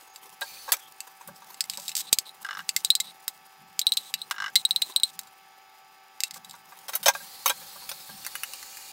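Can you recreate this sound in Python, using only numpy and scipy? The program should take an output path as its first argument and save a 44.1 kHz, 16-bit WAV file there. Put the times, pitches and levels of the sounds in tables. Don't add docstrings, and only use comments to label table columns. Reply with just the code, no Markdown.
import sys
import numpy as np
from scipy import signal
from scipy.io import wavfile
from scipy.ndimage import uniform_filter1d

SR = 44100
rng = np.random.default_rng(int(sys.argv[2]) if len(sys.argv) > 2 else 0)


def how_loud(loudness_db):
    steps = np.asarray(loudness_db, float) / 20
    return 10 ** steps


def put_to_file(sound):
    columns = np.atleast_2d(sound).T
    safe = np.clip(columns, -1, 1)
    whole_steps = np.round(safe * 32767)
    wavfile.write(sys.argv[1], SR, whole_steps.astype(np.int16))


N = 393372

# (f/Hz, level/dB before the share of its part, t60/s, part)
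POT_MODES = [(2108, 2, 0.042, "belly"), (2690, -3, 0.051, "belly"), (2950, -0.5, 0.03, "belly"),
             (5110, 0, .04, "belly"), (4114, -4, 0.065, "rim"), (3894, 10, 0.025, "rim"),
             (8550, -26.5, 0.015, "rim"), (8220, -0.5, 0.0247, "rim"), (10860, -27.5, 0.023, "rim"),
             (4740, 1, 0.021, "wall"), (4628, 8.5, 0.013, "wall"), (5150, 9.5, 0.011, "wall"),
             (5665, 2.5, 0.015, "wall"), (6460, 11.5, 0.0077, "wall"), (7333, 10, 0.02, "wall"),
             (7960, 14, 0.0081, "wall"), (9640, -4, 0.02, "wall"), (12150, 9, 0.014, "wall")]
# (t/s, level/dB)
MOVEMENT = [
    [(0.0, -57), (0.268, -54), (0.41, -62)],
    [(0.72, -49.5), (0.93, -58), (1.19, -54), (2.28, -56.5), (2.92, -53.5), (3.23, -58.5), (3.82, -61.5),
     (3.98, -49), (4.41, -60), (4.84, -50.5), (5.38, -63), (6.02, -67), (6.9, -49.5), (7.15, -59)],
]


def evened(x):
    return x / np.sqrt(np.mean(x ** 2) + 1e-20)


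def add(mix, s, sound):
    part = mix[round(s * SR):][:len(sound)]
    part += sound[:len(part)]


def fade(sound, start, end, level_db, soft):
    part = sound[round(start * SR):round(end * SR)]
    return how_loud(level_db) * part * signal.windows.tukey(len(part), soft)


def level_curve(stretches):
    t = np.arange(N) / SR
    out = np.full(N, -120.0)
    for rows in map(np.array, stretches):
        inside = (t >= rows[0, 0]) & (t <= rows[-1, 0])
        out[inside] = np.interp(t[inside], rows[:, 0], rows[:, 1])
    return out


def drift(size):
    noise = rng.standard_normal(N)
    return evened(uniform_filter1d(uniform_filter1d(noise, size=size), size=size))


def hiss(colour, patchy_db, flicker_db):
    hz = np.fft.rfftfreq(1024, 1 / SR)
    f, db = np.transpose(colour)
    real, imag, patches = rng.standard_normal((N // 256 + 5, 513, 3)).T
    patches = uniform_filter1d(patches, size=10, axis=0)
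    patches = evened(uniform_filter1d(patches, size=8, axis=1))
    colour_db = np.interp(np.log(hz + 1), np.log(f + 1), db)[:, None]
    spectra = (real + 1j * imag) * how_loud(colour_db + patchy_db * patches)
    steady = signal.istft(spectra, nperseg=1024, noverlap=768)[1][:N]
    return evened(steady * how_loud(flicker_db * drift(500)))


def resonate(x, hz, width):
    turn = np.exp(2j * np.pi * np.cumsum(hz * np.ones(len(x))) / SR)
    r = np.exp(-np.pi * width / SR)
    return 2 * (turn * signal.lfilter([1 - r], [1, -r], x / turn)).real


def high_pass(x, order, hz):
    return signal.sosfilt(signal.butter(order, hz, "high", fs=SR, output="sos"), x)


def blow(modes, peak_db, crack_db, sharp, contact_s, room_db, low_hz, room_t60=0.048):
    hz, db, t60 = np.transpose(modes)[:, :, None]
    t = np.arange(4096) / SR
    db = db + 2 * rng.standard_normal(db.shape)
    ring = (how_loud(db - 60 * t / t60) * np.sin(2 * np.pi * hz * t)).sum(0)
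    ring[:3] += how_loud(crack_db) * np.linalg.norm(ring) * np.convolve([1, -sharp], [1, -sharp])

    contact = rng.choice([-1, 1], len(t)) * np.exp(-t / max(contact_s, .1 / SR))
    contact[:12] *= 3.5
    direct = signal.fftconvolve(ring, contact)[:len(t)]
    direct = high_pass(direct, 4, low_hz)
    direct = signal.lfilter([1, .3], 1, direct)

    tail = rng.standard_normal(len(t)) * how_loud(-60 * t / room_t60) * np.minimum(t / 0.00079, 1)
    reflected = signal.fftconvolve(direct, tail / np.linalg.norm(tail))[:len(t)]
    sound = direct + how_loud(room_db) * reflected
    loudest = np.sqrt(uniform_filter1d(sound ** 2, size=40).max())
    soft_end = signal.windows.tukey(2 * len(t), .2)[len(t):]
    return how_loud(peak_db - 3) * sound / loudest * soft_end


def still_air():
    # (f/Hz, relative level/dB)
    air_colour = [(15, -67), (25, -27.5), (335, -15.5), (384, -17.5), (659, -11), (775, -0.5), (988, -8),
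                  (1290, -12.5), (1400, -7), (2610, -9), (4140, -14), (5140, -17.5), (7920, -28.5),
                  (13600, -22.5), (16000, -19.5)]
    return how_loud(-58.5) * hiss(air_colour, patchy_db=1.0, flicker_db=0.16)


def appliance_hum():
    # (f/Hz, level/dB rms)
    motor_tones = [(387.6, -76.5), (775.2, -61), (866.7, -64.5), (1157, -67), (1303, -66), (1545, -73.5),
                   (1739, -71), (2186, -72.5), (2606, -72), (4635, -79), (5023, -70.5), (5798, -77),
                   (6180, -87.5), (6568, -83.5), (6955, -76.5)]
    t = np.arange(N) / SR
    return sum(how_loud(db) * np.sqrt(2) * np.sin(2 * np.pi * (hz * t + rng.random())) for hz, db in motor_tones)


def rustle():
    # (f/Hz, relative level/dB)
    cloth_colour = [(180, -63.5), (300, -26.5), (774, -24), (994, -15.5), (1150, -22.5), (1390, -29.5),
                    (16000, -26)]
    return how_loud(level_curve(MOVEMENT)) * hiss(cloth_colour, patchy_db=3.5, flicker_db=4.5)


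def rumble():
    # (t/s, level/dB before the lumps)
    rumble_levels = [(0.0, -88), (0.42, -77), (1.24, -81), (1.29, -58), (1.36, -71), (2.1, -65.5),
                     (2.33, -83), (2.6, -68), (3.1, -71), (3.3, -76), (3.5, -70), (5.29, -68.5),
                     (5.33, -82), (6.2, -83), (6.4, -67), (6.63, -66.5), (6.86, -80), (7.1, -68),
                     (8.06, -70.5), (8.1, -56), (8.35, -81), (8.92, -90)]
    lumps_db = 4.5 * drift(3000)
    low = evened(resonate(resonate(rng.standard_normal(N), 170, 88), 170, 88))
    return how_loud(level_curve([rumble_levels]) + lumps_db) * low


def crackle():
    per_s, decay_s, below_rustle_db = 60, .002, -6
    size = how_loud(5.8 * np.minimum(rng.exponential(1, N), 4)) * (rng.random(N) < per_s / SR)
    puffs = signal.lfilter([1], [1, -np.exp(-1 / (decay_s * SR))], size) * rng.standard_normal(N)
    return how_loud(level_curve(MOVEMENT) + below_rustle_db) * evened(high_pass(puffs, 2, 2500))


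def whistles():
    # (start t/s, end t/s, level/dB, f/Hz, width/Hz)
    whistle_stretches = [(.07, .145, -62, 6550, 160), (.46, .59, -55, 2400, 260),
                         (.43, .66, -59, 6100, 180), (.8, .89, -57, 3300, 350)]
    out = np.zeros(N)
    for start, end, level_db, hz, width in whistle_stretches:
        fuzzy = evened(resonate(resonate(rng.standard_normal(SR), hz, width), hz, width))
        add(out, start, fade(fuzzy, start, end, level_db, soft=0.24))
    return out


def pot():
    # (t/s, level/dB, spot)
    pot_blows = [(0.1602, -29, "side"), (1.0048, -21, "side"), (1.544, -31.5, "base"),
                 (1.6074, -8, "handle"), (1.6407, -25, "base"), (1.6985, -13.5, "wall"),
                 (1.7358, -25.5, "shoulder"), (1.7735, -20, "wall"), (1.7988, -27, "wall"),
                 (1.881, -16.5, "lip"), (1.8927, -19.5, "side"), (1.917, -26, "shoulder"),
                 (1.953, -13, "wall"), (1.9674, -13, "wall"), (2.0062, -20.5, "lip"),
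                 (2.1285, 3, "worktop"), (2.1866, -6, "wall"), (2.2927, -32, "rim"), (2.4267, -40, "lip"),
                 (2.6916, -9, "side"), (2.7641, -6.5, "base"), (2.8481, -7, "lip"), (2.9035, -2, "rim"),
                 (2.9526, -6, "lip"), (3.0012, -13.5, "base"), (3.0041, -12, "lip"), (3.28, -8.5, "board"),
                 (3.7927, -7, "wall"), (3.8153, -15.5, "rim"), (3.8682, -5, "edge"), (3.8914, -24.5, "rim"),
                 (3.921, -8.5, "edge"), (3.937, -22.5, "lip"), (3.9706, -12.5, "lip"), (3.9735, -9, "rim"),
                 (4.14, -10.5, "shoulder"), (4.2171, -23, "edge"), (4.556, -5, "base"),
                 (4.5604, -2.5, "rim"), (4.5967, -33, "rim"), (4.6514, -8, "edge"), (4.7089, -8.5, "edge"),
                 (4.7613, -8.5, "edge"), (4.8186, -18, "shoulder"), (4.821, -8, "rim"),
                 (4.923, -33.5, "edge"), (4.9621, -5.5, "edge"), (4.9992, -23.5, "rim"),
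                 (5.034, -5.5, "edge"), (5.1918, -15, "board"), (5.234, -39, "worktop"),
                 (5.2725, -40, "worktop"), (6.2046, -14.5, "side"), (6.2359, -8, "side"),
                 (6.3098, -23.5, "base"), (6.343, -28.5, "base"), (6.4472, -31, "lip"),
                 (6.4965, -31.5, "lip"), (6.5102, -29, "lip")]
    # (belly level/dB, belly f/Hz, rim level/dB, crack level/dB,
    # lowest sounding f/Hz, thud level/dB, thud time scale/s)
    blow_spots = dict(wall=(-42, 2801, -32.5, -11, 2200, -40, .0003),
                  lip=(-28, 2100, -8, -11, 3000, -40, .0003), rim=(-26, 2798.5, 10, -14, 3000, -34, .0001),
                  edge=(-39, 2899, 36, -16, 3100, -33, .00009), base=(-6, 2068, -18, -12, 1900, -40, .0003),
                  side=(-8, 2650, -20.5, -14, 2000, -40, .0003),
                  shoulder=(0.5, 2933, -5, -12, 1800, -34, .00015),
                  handle=(-6, 5110, -30, -14, 1800, -38, .0004),
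                  worktop=(-27.5, 2797, -14, -8, 2300, -21, .0003),
                  board=(-20, 2070, -14, -2, 700, -18, .0001))
    out = np.zeros(N)
    for s, peak_db, spot in pot_blows:
        belly, belly_hz, rim, crack_db, low_hz, thud_db, thud_s = blow_spots[spot]
        share = dict(belly=belly, rim=rim, wall=-9.5)
        modes = []
        for hz, db, t60, part in POT_MODES:
            far_db = 60 * abs(np.log(hz / belly_hz)) if part == "belly" else 0
            modes.append((hz, db + share[part] - far_db, t60))
        add(out, s, blow(modes, peak_db, crack_db, sharp=0.92, contact_s=0, room_db=-7.0, low_hz=low_hz))
        u = np.arange(1000) / SR / thud_s
        add(out, s, how_loud(peak_db + thud_db) * u * (2 - u) * np.exp(1 - u))
    return out


def clunks():
    # (t/s, level/dB, brightness/dB, touch)
    clunk_blows = [(0.41, -26.5, 17, "tap"), (0.417, -22.5, -8.5, "knock"), (0.679, -29.5, -21, "slide"),
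                   (0.69, -29, -7, "knock"), (0.72, -4, 34, "knock"), (0.735, -21, 7, "knock"),
                   (1.21, -38, -5, "knock"), (1.275, -31.5, 27, "knock"), (1.284, -36, -29, "tap"),
                   (1.36, -41, 12, "tap"), (1.42, -41, -9, "knock"), (1.776, -35.5, -9, "knock"),
                   (6.36, -40, -16, "knock"), (6.539, -39, -12, "knock"), (6.722, -39, -14, "tap"),
                   (6.883, -24, 12, "knock"), (6.892, -24.5, 8, "tap"), (6.934, -24.5, 7, "slide"),
                   (6.953, -12, 23, "knock"), (7.03, -22.5, 27, "slide"), (7.059, -9.5, 0.5, "slide"),
                   (7.082, -7, 3, "knock"), (7.15, -24.5, -12, "tap"), (7.203, -40, -22, "tap"),
                   (7.459, -9.5, 8, "knock"), (7.478, -12.5, 17, "knock"), (7.496, -14, 4, "knock"),
                   (7.615, -42, -10, "slide"), (7.755, -40, -10, "slide"), (7.82, -43, -10, "slide"),
                   (7.892, -22, 33, "knock"), (7.915, -24.5, 10, "tap"), (8.093, -38, -18, "knock")]
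    # (f/Hz, level/dB before brightness, t60/s)
    cupboard_modes = [(580, -11.5, 0.067), (880, -20, .02), (969, -3.5, 0.04), (1150, -2, 0.026),
                      (1442, -5, .025), (1603, -1.5, 0.041), (1930, -6.5, .01), (2460, 2.5, 0.0065),
                      (3370, -8, 0.002), (3870, 6.5, 0.0093), (4490, -2, 0.011), (5450, 5, 0.0047),
                      (6340, 11, 0.0037), (7940, -1, 0.02), (9540, -1.5, 0.008)]
    touch_times = dict(tap=0.0031, knock=0.0067, slide=.014)
    out = np.zeros(N)
    for s, peak_db, bright_db, touch in clunk_blows:
        modes = [(hz, db + bright_db / (1 + (1900 / hz) ** 4), t60) for hz, db, t60 in cupboard_modes]
        add(out, s, blow(modes, peak_db, bright_db - 5.5, sharp=0.32, contact_s=touch_times[touch],
                         room_db=4.5, low_hz=570))
    return out


def water():
    # (f/Hz, relative level/dB)
    stream_colour = [(15, -49), (25, -13), (439, -13.5), (560, -5), (677, -31), (775, -3), (1070, -9.5),
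                     (1160, -10.5), (2990, -8), (4490, 0), (5730, -6), (14800, -5.5), (16000, -3)]
    # (f/Hz, width/Hz, relative level/dB)
    basin_rings = [(2430, 88, -6), (2844, 60, -6), (6900, 900, 3)]
    # (tap opens t/s, closes t/s, stream level/dB, whistle f/Hz at first, f/Hz at last, whistle level/dB re stream)
    tap_flows = [(0.41, 0.717, -45.5, 4420, 4460, -7.5), (7.134, 8.92, -44, 4100, 4550, -13)]
    basin_from_s, basin_rise_s, basin_db = 8.05, .5, -11
    spurt_db, spurt_s = 11, 0.017
    t, out = np.arange(N) / SR, np.zeros(N)
    stream = hiss(stream_colour, patchy_db=2.0, flicker_db=.9)
    white = rng.standard_normal(N)
    basin = sum(how_loud(db) * evened(resonate(white, hz, width)) for hz, width, db in basin_rings)
    on_basin = np.clip((t - basin_from_s) / basin_rise_s, 0, 1)
    stream = stream + how_loud(basin_db) * on_basin * basin
    for start, end, level_db, first_hz, last_hz, whistle_db in tap_flows:
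        glide_hz = np.interp(t, [start, end], [first_hz, last_hz])
        whistle = how_loud(whistle_db) * evened(resonate(white, glide_hz, 190))
        gush = how_loud(spurt_db * np.exp(-abs(t - start) / spurt_s))
        add(out, start, fade(gush * (stream + whistle), start, end, level_db, soft=.01 / (end - start)))
    return out


def scrape():
    # (start t/s, end t/s, level/dB, part)
    strokes = [(1.71, 1.767, -43.5, "lip"), (1.784, 1.935, -44.5, "wall"), (1.96, 2.019, -30, "wall"),
               (2.016, 2.067, -51, "lip"), (2.067, 2.097, -43, "edge"), (2.251, 2.291, -47.5, "edge"),
               (2.78, 2.815, -45.5, "wall"), (2.86, 2.878, -43, "edge"), (3.03, 3.117, -46.5, "edge"),
               (3.975, 4.111, -48, "rim"), (4.173, 4.226, -51.5, "edge"), (4.565, 4.624, -43, "rim"),
               (4.844, 4.927, -47, "rim"), (5.03, 5.11, -46.5, "rim"), (5.13, 5.154, -51.5, "wall"),
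               (6.245, 6.287, -47, "lip"), (6.334, 6.383, -45, "wall")]
    stroke_rim = dict(wall=-16, lip=-1, rim=3, edge=31)
    size = how_loud(2.0 * np.minimum(rng.exponential(1, N), 4))
    slips = size * rng.standard_normal(N) * (rng.random(N) < 5000 / SR)
    slips = high_pass(slips, 2, 1800)
    ring = {part: 0 for *_, part in POT_MODES}
    for hz, db, t60, part in POT_MODES:
        ring[part] = ring[part] + how_loud(db) * resonate(slips, hz, 7 / t60)
    rasp = evened(np.diff(slips, prepend=0))
    body = evened(evened(ring["wall"]) + how_loud(-3) * rasp)
    rim = evened(ring["rim"])
    out = np.zeros(N)
    for start, end, level_db, part in strokes:
        stroke = evened(body + how_loud(stroke_rim[part]) * rim)
        add(out, start, fade(stroke, start, end, level_db, soft=0.18))
    return out


def plate():
    # (f/Hz, level/dB, t60/s)
    plate_modes = [(1190, -34, 0.014), (1360, 10.5, 0.0089), (1603, 15, 0.024), (1970, 7, 0.011),
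                   (2320, -21, .006), (2930, 5.5, 0.016), (3730, 13, 0.0026), (5290, 8.5, 0.0061),
                   (6540, 0, 0.0027), (9100, -44, 0.019)]
    # (t/s, level/dB, crack level/dB)
    knocks = [(2.448, -24, -11), (2.465, -31, -8), (2.604, -31, -8), (4.311, -13, -3.5)]
    # (first t/s, last t/s, loudest t/s, level/dB before the spread, fall/dB per s^2)
    shakes = [(2.4885, 2.592, 2.53, -25, 300), (4.343, 4.481, 4.425, -21, 2200)]
    gap_s, tap_crack_db, spread_db = .0205, -25.5, 1.5
    out, taps = np.zeros(N), list(knocks)
    for first, last, loudest, peak_db, fall in shakes:
        for s in np.linspace(first, last, round((last - first) / gap_s) + 1):
            level_db = peak_db - fall * (s - loudest) ** 2 + spread_db * rng.standard_normal()
            taps.append((s, level_db, tap_crack_db))
    for s, peak_db, crack_db in taps:
        add(out, s, blow(plate_modes, peak_db, crack_db, sharp=-0.48, contact_s=0, room_db=2.0, low_hz=990))
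    return out


def ticks():
    # (t/s, level/dB, lowest ring f/Hz)
    tick_blows = [(7.691, -34, 1930), (8.249, -23, 2700), (8.2654, -16, 2110), (8.3539, -18, 2950),
                  (8.4343, -14.5, 2940), (8.5357, -21.5, 2920), (8.628, -28, 2040), (8.7712, -27.5, 2460)]
    out = np.zeros(N)
    for s, peak_db, hz in tick_blows:
        modes = [(hz, -1, .012), (2.15 * hz, -4, .01), (10500, -4, .01)]  # (f/Hz, level/dB, t60/s)
        add(out, s, blow(modes, peak_db, crack_db=8, sharp=0.12, contact_s=.001, room_db=0, low_hz=1190))
    return out


def scene():
    background = still_air() + appliance_hum() + rustle() + rumble() + crackle()
    mono = background + whistles() + pot() + clunks() + water() + scrape() + plate() + ticks()
    return np.array([mono, mono])


def roll_off(x):
    return signal.sosfilt(signal.butter(12, 16990, fs=SR, output="sos"), x)


def record(dry):
    clipped = np.clip(dry, -.76, .76)
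    edge = signal.firwin(255, 15800, window=("kaiser", 5), fs=SR)[None]
    mix = signal.oaconvolve(clipped, edge, "same")
    return roll_off(mix)


dry = scene()
out = record(dry)
put_to_file(out)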